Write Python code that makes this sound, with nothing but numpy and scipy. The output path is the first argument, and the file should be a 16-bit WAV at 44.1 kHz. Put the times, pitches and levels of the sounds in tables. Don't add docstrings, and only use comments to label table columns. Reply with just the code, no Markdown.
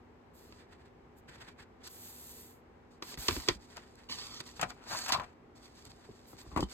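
import sys
import numpy as np
from scipy import signal
from scipy.fft import rfft, irfft, next_fast_len
from scipy.io import wavfile

SR = 44100
rng = np.random.default_rng(int(sys.argv[2]) if len(sys.argv) > 2 else 0)


def master(y):
    cut = np.clip(np.atleast_2d(y).T, -1, 1)
    pcm = np.round(cut * 32767)
    wavfile.write(sys.argv[1], SR, pcm.astype(np.int16))


N = 296793
TIME = np.arange(N) / SR



def from_db(db):
    return 10 ** (np.asarray(db) / 20)


def rms_one(x):
    return x / np.sqrt(np.mean(x ** 2) + 1e-20)


def at_hz(points, hz):
    f, value = np.transpose(points)
    return np.interp(np.log(hz + 1), np.log(f), value)


def bins(size):
    return np.fft.rfftfreq(size, 1 / SR)


def add(track, sound, s):
    start = round(s * SR)
    track[..., start:start + sound.shape[-1]] += sound[..., :N - start]


def drift(rate):
    knots = rng.standard_normal(4096)
    return np.interp(TIME * rate % 4095, np.arange(4096), knots) * np.sqrt(3 / 2)


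def gain_curve(rows):
    s, db = np.transpose(rows)
    return from_db(np.interp(TIME, s, db, left=-150, right=-150))


def movements(rows, attack_s, release_share):
    out = np.zeros(N)
    for start, length, level_db, swell_db in rows:
        done = np.clip((TIME - start) / length, 0, 1)
        starting = (TIME - start) / attack_s
        stopping = (1 - done) / release_share
        speed = np.clip(np.minimum(starting, stopping), 0, 1)
        out += from_db(level_db + swell_db * done) * np.sin(np.pi / 2 * speed) ** 2
    return out


def swells(rows):
    out = np.zeros(N)
    for start, length, level_db in rows:
        done = np.clip((TIME - start) / length, 0, 1)
        out += from_db(level_db) * np.sin(np.pi * done) ** 2
    return out


# [freq_hz, likeness_0_to_1]
LIKENESS = [(100, 0.98), (400, 0.93), (800, 0.33), (3000, 0.33), (5500, 0.8), (10000, 1)]


def spread(three, hz):
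    alike = np.clip(at_hz(LIKENESS, hz), 0, 1)
    return np.sqrt(alike) * three[0] + np.sqrt(1 - alike) * three[1:]


def coloured(three, spectrum):
    size = next_fast_len(N, real=True)
    hz = bins(size)
    pair = spread(rfft(three, size), hz)
    shaped = pair * from_db(at_hz(spectrum, hz))
    return rms_one(irfft(shaped, size)[:, :N])


def uneven(grain_db, grain_rate, flutter_db, flutter_rate):
    grain = grain_db * np.clip(drift(grain_rate), -3, 3)
    return from_db(grain + flutter_db * drift(flutter_rate))


def friction(spectrum, grain_db, flutter_db, flutter_rate):
    sizes = uneven(grain_db, 1800, flutter_db, flutter_rate)
    return coloured(rng.standard_normal((3, N)) * sizes, spectrum)


def blows(rows, spectrum, crack, crack_s, bend_s, damping, size=8192):
    out, hz, t = np.zeros((2, N)), bins(size), np.arange(size) / SR
    octave = np.log2(np.clip(hz, 125, 16000) / 1000)
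    centres = np.arange(-3, 5)
    bands = np.maximum(1 - np.abs(octave - centres[:, None]), 0)
    travel = np.exp(-4j * np.pi * bend_s * np.sqrt(1000 * hz))
    push = 1 / (1 + (hz * crack_s) ** 2)
    for s, level_db, tilt_db, t60 in rows:
        colour = from_db(at_hz(spectrum, hz) + tilt_db * np.maximum(octave, -1))
        burst = rng.standard_normal(size) * t * np.exp(-t / crack_s)
        onset = push + (1 - push) * rfft(burst / np.linalg.norm(burst))
        noise = spread(rfft(rng.standard_normal((3, size))), hz)
        modes = irfft(bands[:, None] * noise)
        band_t60 = max(t60, .005) * 2 ** (-damping * centres[:, None, None])
        ring = rfft((modes * from_db(-60 * t / band_t60)).sum(axis=0)) / np.sqrt(SR * .003)
        blow = irfft((ring + crack * onset) * colour * travel)
        blow = blow[:, :size * 3 // 4]
        attack = np.sqrt(np.mean(blow[:, :SR // 200] ** 2))
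        add(out, from_db(level_db) * blow / attack, s)
    return out


MIDDLING_DB, RING_DOUBLES_DB = -47.5, 46


def with_ring(rows, t60):
    return [(s, db, tilt_db, t60 * 2 ** ((db - MIDDLING_DB) / RING_DOUBLES_DB)) for s, db, tilt_db in rows]


def scattered(span, gain, over_db, spread_db, tilt_db, t60, count):
    when, strength = rng.random((count, 2)).T
    times = span[0] + (span[1] - span[0]) * (np.arange(count) + when) / count
    friction_db = 20 * np.log10(np.interp(times, TIME, gain) + 1e-9)
    levels = friction_db + over_db + spread_db * (2 * strength - 1)
    return [(s, db, tilt_db, t60) for s, db in zip(times, levels)]


# [freq_hz, left_lead_radians]
PORT_PHASE = [(0, 0), (1000, -.5), (1700, 0), (2700, 2.7), (4400, 2.6), (5300, 3.2), (10000, 9.4),
              (12500, 12.6), (15000, 15.7), (16000, 16)]


def ports(x, side):
    size = next_fast_len(N + 2048, real=True)
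    hz = bins(size)
    halves = np.array([[.5], [-.5]])
    gains = from_db(at_hz(side, hz) * halves)
    gains = gains / np.sqrt(np.mean(gains ** 2, axis=0))
    phase = np.interp(hz, *np.transpose(PORT_PHASE)) * halves
    return irfft(rfft(x, size) * gains * np.exp(1j * phase), size)[:, :N]


# [freq_hz, level_db]
ROOM_SPECTRUM = [(40, -0.5), (70, 7), (150, -0.5), (250, 0), (400, 2), (600, -10), (900, -10), (1400, -17),
                 (2200, -21), (3300, -30.5), (5500, -33.5), (9000, -40.5), (15000, -45.5)]
# [pitch_hz, rms_level_db]
HUM = [(242, -68.5), (361, -84), (780, -78)]


def room_tone():
    hum = np.zeros(N)
    for hz, db in HUM:
        hum += from_db(db) * np.sqrt(2) * np.sin(2 * np.pi * hz * TIME + 1.65 * drift(6))
    air = rng.standard_normal((3, N))
    air[0] *= from_db(-7.5)
    return from_db(-58.5) * coloured(air, ROOM_SPECTRUM) + hum


def echoes(x, t60, wall_hz):
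    t = np.arange(SR // 2) / SR
    late = t > .006
    tail = rng.standard_normal((2, len(t))) * from_db(-60 * t / t60) * late
    tail = signal.sosfilt(signal.butter(1, wall_hz, fs=SR, output="sos"), tail)
    tail = tail / np.sqrt(np.sum(tail ** 2) / 2)
    return signal.fftconvolve(x, tail, axes=-1)[:, :N]


# [pitch_hz, width_hz, level_added_db]
RESONANCES = [(380, 27, -17.5), (1012, 77, -4.5), (1914, 41, -1.5), (2343, 17, -0.5), (2620, 122, -5.5),
              (3530, 440, -7.5), (4230, 630, -2), (4760, 290, 1.5)]


def resonate(x):
    out = x
    for hz, width_hz, db in RESONANCES:
        b, a = signal.iirpeak(hz, hz / width_hz, fs=SR)
        out = out + from_db(db) * signal.lfilter(b, a, x + 1e-18)
    return out


# [start_s, level_db, pitch_hz]
FLAPS = [(3.176, -35.5, 58), (3.288, -35, 103), (3.313, -29, 79), (3.369, -31, 65), (3.49, -44, 94),
         (3.552, -40, 59.6), (4.623, -41.5, 77), (5.18, -35, 92), (5.866, -43, 105), (6.099, -44.5, 91),
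         (6.335, -43, 100), (6.47, -39.5, 62.4), (6.522, -38.5, 67), (6.634, -29.5, 58.7)]
FLAP_SWINGS = 7.5


def flaps(rise_s, overtone_db):
    out, t = np.zeros(N), np.arange(SR // 3) / SR
    for s, level_db, hz in FLAPS:
        fade = from_db(-60 * t * hz / FLAP_SWINGS)
        overtone = np.sin(2 * np.pi * hz * rng.uniform(1.66, 4.45) * t) * np.sqrt(fade)
        swing = np.sin(2 * np.pi * hz * t) + from_db(overtone_db) * overtone
        add(out, from_db(level_db) * swing * fade * (1 - np.exp(-t / rise_s)), s)
    return out


# [start_s, level_db, tilt_db_per_octave, ring_t60_s]
KNOCKS = [(6.088, -46, -16, 0.078), (6.331, -49, -0.5, 0.033), (6.463, -49.5, -2, 0.027),
          (6.515, -51, 3.5, 0.28), (6.562, -25, 3.5, 0.058), (6.573, -28, 5.5, 0.089),
          (6.591, -30, -3.5, 0.077), (6.6265, -24, -5.5, 0.019)]
# [freq_hz, level_db]
BOOK_SPECTRUM = [(60, 3.5), (200, 0.5), (340, 6.5), (550, -7), (800, -5.5), (1100, -0.5), (1500, -16),
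                 (2050, -19), (3400, -33), (5000, -44), (8000, -41), (14000, -59)]


def knocks():
    return blows(KNOCKS, BOOK_SPECTRUM, crack=0.85, crack_s=0.00017, bend_s=0.00152, damping=0.22)


def plucks(rows, hz, rise_s, scatter_octaves):
    out, t = np.zeros(N), np.arange(SR // 20) / SR
    for (s, peak_db), chance in zip(rows, rng.uniform(-1, 1, len(rows))):
        ring = np.sin(2 * np.pi * hz * 2 ** (scatter_octaves * chance) * t)
        swell = t / rise_s * np.exp(1 - t / rise_s)
        add(out, from_db(peak_db) * ring * swell, s)
    return out


# [start_s, peak_db]
PINGS = [(6.628, -36)]


def pings():
    return plucks(PINGS, hz=3080, rise_s=0.0028, scatter_octaves=0)


# [start_s, peak_db]
POPS = [(4.938, -37.5), (4.9485, -30), (5.091, -31.5), (5.103, -26), (5.1335, -28.5), (5.1465, -32),
        (5.1495, -23.5), (5.161, -25.5), (5.169, -31), (5.1865, -33), (5.208, -30)]


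def pops():
    return plucks(POPS, hz=1058, rise_s=0.0014, scatter_octaves=0.08)


# [time_s, level_db before DRAG_GAIN_DB]
DRAG = [(4.76, -64.5), (4.868, -56.5), (4.925, -37), (5.045, -56), (5.092, -47.5), (5.115, -41.5),
        (5.165, -42.5), (5.195, -48), (5.212, -49), (5.34, -70.5)]
DRAG_GAIN_DB = 1.5
# [start_s, length_s, level_db]
TUGS = [(3.757, 0.038, -44.5), (4.619, 0.028, -30.5), (4.685, 0.05, -48)]


def dragging():
    return from_db(DRAG_GAIN_DB) * gain_curve(DRAG) + swells(TUGS)


# [start_s, level_db, tilt_db_per_octave]
CATCHES = [(4.595, -36, 0), (4.6131, -30, 8), (4.6295, -29.5, 1), (4.703, -41.5, 4), (4.924, -40.5, 3),
           (4.988, -37.5, 11), (5.0614, -36.5, 6.5), (5.0825, -35, 7), (5.09, -33, 7.5), (5.097, -33.5, 5),
           (5.1214, -33, 4.5), (5.129, -32, 7), (5.138, -29.5, 3), (5.1445, -34, 1), (5.198, -33.5, -0.5)]
CATCH_RING_S = 0.074
# [freq_hz, level_db]
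BINDING_SPECTRUM = [(100, -5), (400, -9.5), (750, 5), (1080, 1), (1400, 3), (2000, -6), (2900, -8),
                    (3700, -16), (4700, -18.5), (7500, -19), (10500, -29.5), (15000, -40)]


def binding():
    drag = dragging()
    scrape = drag * friction(BINDING_SPECTRUM, grain_db=2.5, flutter_db=2.5, flutter_rate=69)
    ticks = scattered((DRAG[0][0], DRAG[-1][0]), drag, over_db=-5.5, spread_db=7,
                      tilt_db=3.5, t60=0.026, count=24)
    catches = blows(with_ring(CATCHES, CATCH_RING_S) + ticks, BINDING_SPECTRUM,
                    crack=0.52, crack_s=0.00015, bend_s=0.000645, damping=0.53)
    return scrape + catches


def spine():
    return binding() + pops() + knocks() + pings()


# [start_s, length_s, level_db, swell_over_stroke_db]
STROKES = [(0.325, 0.24, -58.5, -5), (1.15, 0.065, -63, 3), (1.88, 0.76, -48, 5), (1.99, 0.15, -58.5, 9),
           (3.01, 0.14, -57, 17), (3.165, 0.3, -40, -1), (3.385, 0.18, -58, 3), (4.87, 0.38, -49.5, -2),
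           (6.255, 0.12, -52, -7), (6.37, 0.094, -58, -2)]
# [freq_hz, level_db]
SKIN_SPECTRUM = [(300, -7.5), (1000, -10.5), (2000, -10), (3500, -7), (5000, -9.5), (7000, -1.5),
                 (10000, -2.5), (14000, 0), (15500, 5)]


def skin():
    strokes = movements(STROKES, attack_s=0.034, release_share=0.46)
    return strokes * friction(SKIN_SPECTRUM, grain_db=1.6, flutter_db=0.5, flutter_rate=39)


# [start_s, length_s, level_db]
FINGERS = [(0.54, 0.15, -59.5), (0.675, 0.1, -60), (0.745, 0.12, -66.5), (0.83, 0.067, -62.5),
           (1.27, 0.065, -54), (1.3, 0.11, -53.5), (1.365, 0.1, -53), (1.43, 0.12, -54.5),
           (1.56, 0.095, -54), (1.79, 0.078, -57.5), (3.66, 0.26, -56), (3.96, 0.096, -56.5),
           (4.08, 0.081, -55), (5.99, 0.093, -59), (6.26, 0.25, -69)]
# [freq_hz, level_db]
FINGERTIP_SPECTRUM = [(200, 14.5), (700, 8), (1200, 10), (1700, 14.5), (2500, 7), (3300, 4.5), (4600, 0),
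                      (6500, -3.5), (8000, -1), (10500, -13), (15500, -17)]


def fingertips(shifting):
    return shifting * friction(FINGERTIP_SPECTRUM, grain_db=0.5, flutter_db=3.5, flutter_rate=78)


# [start_s, length_s, level_db, swell_over_rub_db]
RUBS = [(0.36, 0.29, -67.5, 1.5), (1.825, 0.068, -54.5, 11), (2.9, 0.096, -64, -18), (3.015, 0.15, -58, 15),
        (3.168, 0.23, -50.5, 12), (3.37, 0.22, -46.5, -6.5), (3.6, 0.076, -64, -8), (3.58, 0.56, -69, 1),
        (3.69, 0.14, -61.5, -17), (4.085, 0.34, -45, -10), (4.383, 0.034, -47, 1), (4.42, 0.39, -58.5, -9),
        (4.45, 0.081, -48.5, -19.5), (4.55, 0.11, -56, -4), (4.68, 0.032, -49, -5),
        (5.545, 0.044, -58, -10), (5.615, 0.074, -60, -6), (5.735, 0.11, -62, -4.5),
        (5.835, 0.053, -57.5, -6), (5.89, 0.033, -52.5, -13), (5.56, 1, -68.5, 2.5), (6.44, 0.3, -64.5, -2),
        (6.37, 0.062, -52, -6.5), (6.555, 0.099, -56.5, 8), (6.68, 0.07, -58, 15)]
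# [time_s, level_db before SLIDE_GAIN_DB]
SLIDE = [(4.76, -102), (4.9, -59), (5.015, -56.5), (5.05, -59.5), (5.108, -71), (5.34, -93)]
SLIDE_GAIN_DB = 10


def paper_rubbing():
    rubs = movements(RUBS, attack_s=0.022, release_share=0.24)
    return rubs + from_db(SLIDE_GAIN_DB) * gain_curve(SLIDE)


def gliding(x, hz, q, size=128):
    out, state = np.zeros_like(x), np.zeros((2, 2))
    for i in range(0, len(x), size):
        section = np.concatenate(signal.iirpeak(min(hz[i], SR / 3), max(q, 1), fs=SR))
        out[i:i + size], state = signal.sosfilt([section, section], x[i:i + size], zi=state)
    return rms_one(out)


# [time_s, level_db, pitch_hz]
SWISHES = [
    [(4.088, -52.5, 1060), (4.125, -40, 1150), (4.16, -53, 1130), (4.2, -48, 1160), (4.3, -58, 1270),
     (4.375, -48, 1320), (4.42, -70, 1500)],
    [(4.83, -65.5, 1450), (4.925, -44, 1670), (5.04, -47.5, 1700), (5.11, -45, 1190), (5.14, -31, 1070),
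     (5.18, -54, 1080)],
]
# [multiple_of_lowest_pitch, sharpness_q, level_db]
CURL = [(1, 6, -10.5), (1.55, 3, -13.5), (2.8, 2.5, -3.5), (3.7, 2, -1.5)]


def swishes(grain_db, flutter_db, flutter_rate):
    out = np.zeros(N)
    slips = rng.standard_normal(N) * uneven(grain_db, 900, flutter_db, flutter_rate)
    for rows in SWISHES:
        s, db, hz = np.transpose(rows)
        span = (TIME > s[0]) & (TIME < s[-1])
        pitch = np.interp(TIME[span], s, hz)
        ring = 0
        for multiple, q, mode_db in CURL:
            ring = ring + from_db(mode_db) * gliding(slips[span], multiple * pitch, q)
        out[span] += from_db(np.interp(TIME[span], s, db)) * ring
    return out


BOUNCE_S, BOUNCE_WANDER_OCTAVES, BOUNCE_RATE, BOUNCE_DB = 0.0012, 0.36, 16, -7.5


def bounced(x):
    late = TIME - BOUNCE_S * 2 ** (BOUNCE_WANDER_OCTAVES * drift(BOUNCE_RATE))
    gain = from_db(BOUNCE_DB)
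    reflection = np.array([np.interp(late, TIME, channel) for channel in x])
    return (x + gain * reflection) / np.sqrt(1 + gain ** 2)


# [freq_hz, level_db]
PAPER_SPECTRUM = [(200, -1.5), (700, -4), (1200, -3.5), (1700, -4.5), (2500, -6.5), (3300, -5),
                  (4600, -4.5), (6500, -5), (8000, -5), (10500, -14.5), (13000, -19), (15500, -13)]


def paper(rubbing):
    rustle = rubbing * friction(PAPER_SPECTRUM, grain_db=1.5, flutter_db=1.0, flutter_rate=110)
    return bounced(rustle + swishes(grain_db=0.0, flutter_db=2.5, flutter_rate=100))


# [start_s, level_db, tilt_db_per_octave]
SNAPS = [(0.523, -51, -7), (1.873, -46.5, 17), (3.023, -36, -4.5), (3.135, -49.5, -11),
         (3.174, -44.5, -6.5), (3.2824, -23.5, -0.5), (3.286, -24, -6.5), (3.308, -34.5, -5.5),
         (3.364, -36.5, -6.5), (3.477, -40, -5), (3.4851, -20, -4), (3.768, -46.5, 3), (3.9539, -61, 10),
         (4.096, -45, -8), (4.2677, -45.5, 5), (4.344, -49, 6), (4.403, -39.5, -3), (5.1214, -24.5, 0),
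         (5.8514, -52.5, 8), (6.6055, -39.5, 2)]
SNAP_RING_S = 0.05
BUCKLE_S = .001
# [freq_hz, level_db]
SHEET_SPECTRUM = [(80, -7.5), (200, -14), (370, -2.5), (700, -16.5), (1200, 1), (1650, -4.5), (2100, 2.5),
                  (3200, 1), (4500, 3.5), (7000, -0.5), (10500, -11.5), (15000, -19)]
HANDLED_S = (3.0, 6.7)


def buckling(handling):
    snaps = blows(with_ring(SNAPS, SNAP_RING_S), SHEET_SPECTRUM,
                  crack=1.0, crack_s=BUCKLE_S, bend_s=0.001164, damping=0.4)
    rows = scattered(HANDLED_S, handling, over_db=-7, spread_db=10.5,
                     tilt_db=-3.5, t60=0.0084, count=150)
    crinkles = blows(rows, SHEET_SPECTRUM, crack=1.6, crack_s=0.0005, bend_s=0.000447, damping=.3, size=2048)
    return snaps + crinkles


def page():
    shifting = swells(FINGERS)
    rubbing = paper_rubbing()
    return skin() + fingertips(shifting) + paper(rubbing) + buckling(rubbing + shifting)


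# [freq_hz, left_minus_right_db]
ROOM_SIDE = [(500, -0.5), (950, 5), (1500, 1), (5000, -1)]
SPINE_SIDE = [(350, 0), (700, 7), (1100, 9), (2000, 2.5), (2800, 2.5), (3800, -0.5), (6000, -0.5)]
PAGE_SIDE = [(400, 1), (1200, 1), (2300, -3.5), (3300, -3.5), (4600, -2.5), (6500, -0.5)]


def scene():
    room = ports(room_tone(), ROOM_SIDE)
    moved = ports(spine(), SPINE_SIDE) + ports(page(), PAGE_SIDE)
    sheet = from_db(-2.0) * resonate(moved)
    book = sheet + flaps(rise_s=0.0029, overtone_db=-2.5)
    return room + book + from_db(-18.5) * echoes(book, t60=0.12, wall_hz=4430)


CUTOFF_HZ = 15900


def record(dry):
    thin = signal.sosfilt(signal.butter(4, 34, "high", fs=SR, output="sos"), dry)
    return signal.sosfilt(signal.ellip(10, .1, 80, CUTOFF_HZ, fs=SR, output="sos"), thin)


dry = scene()
out = record(dry)
master(out)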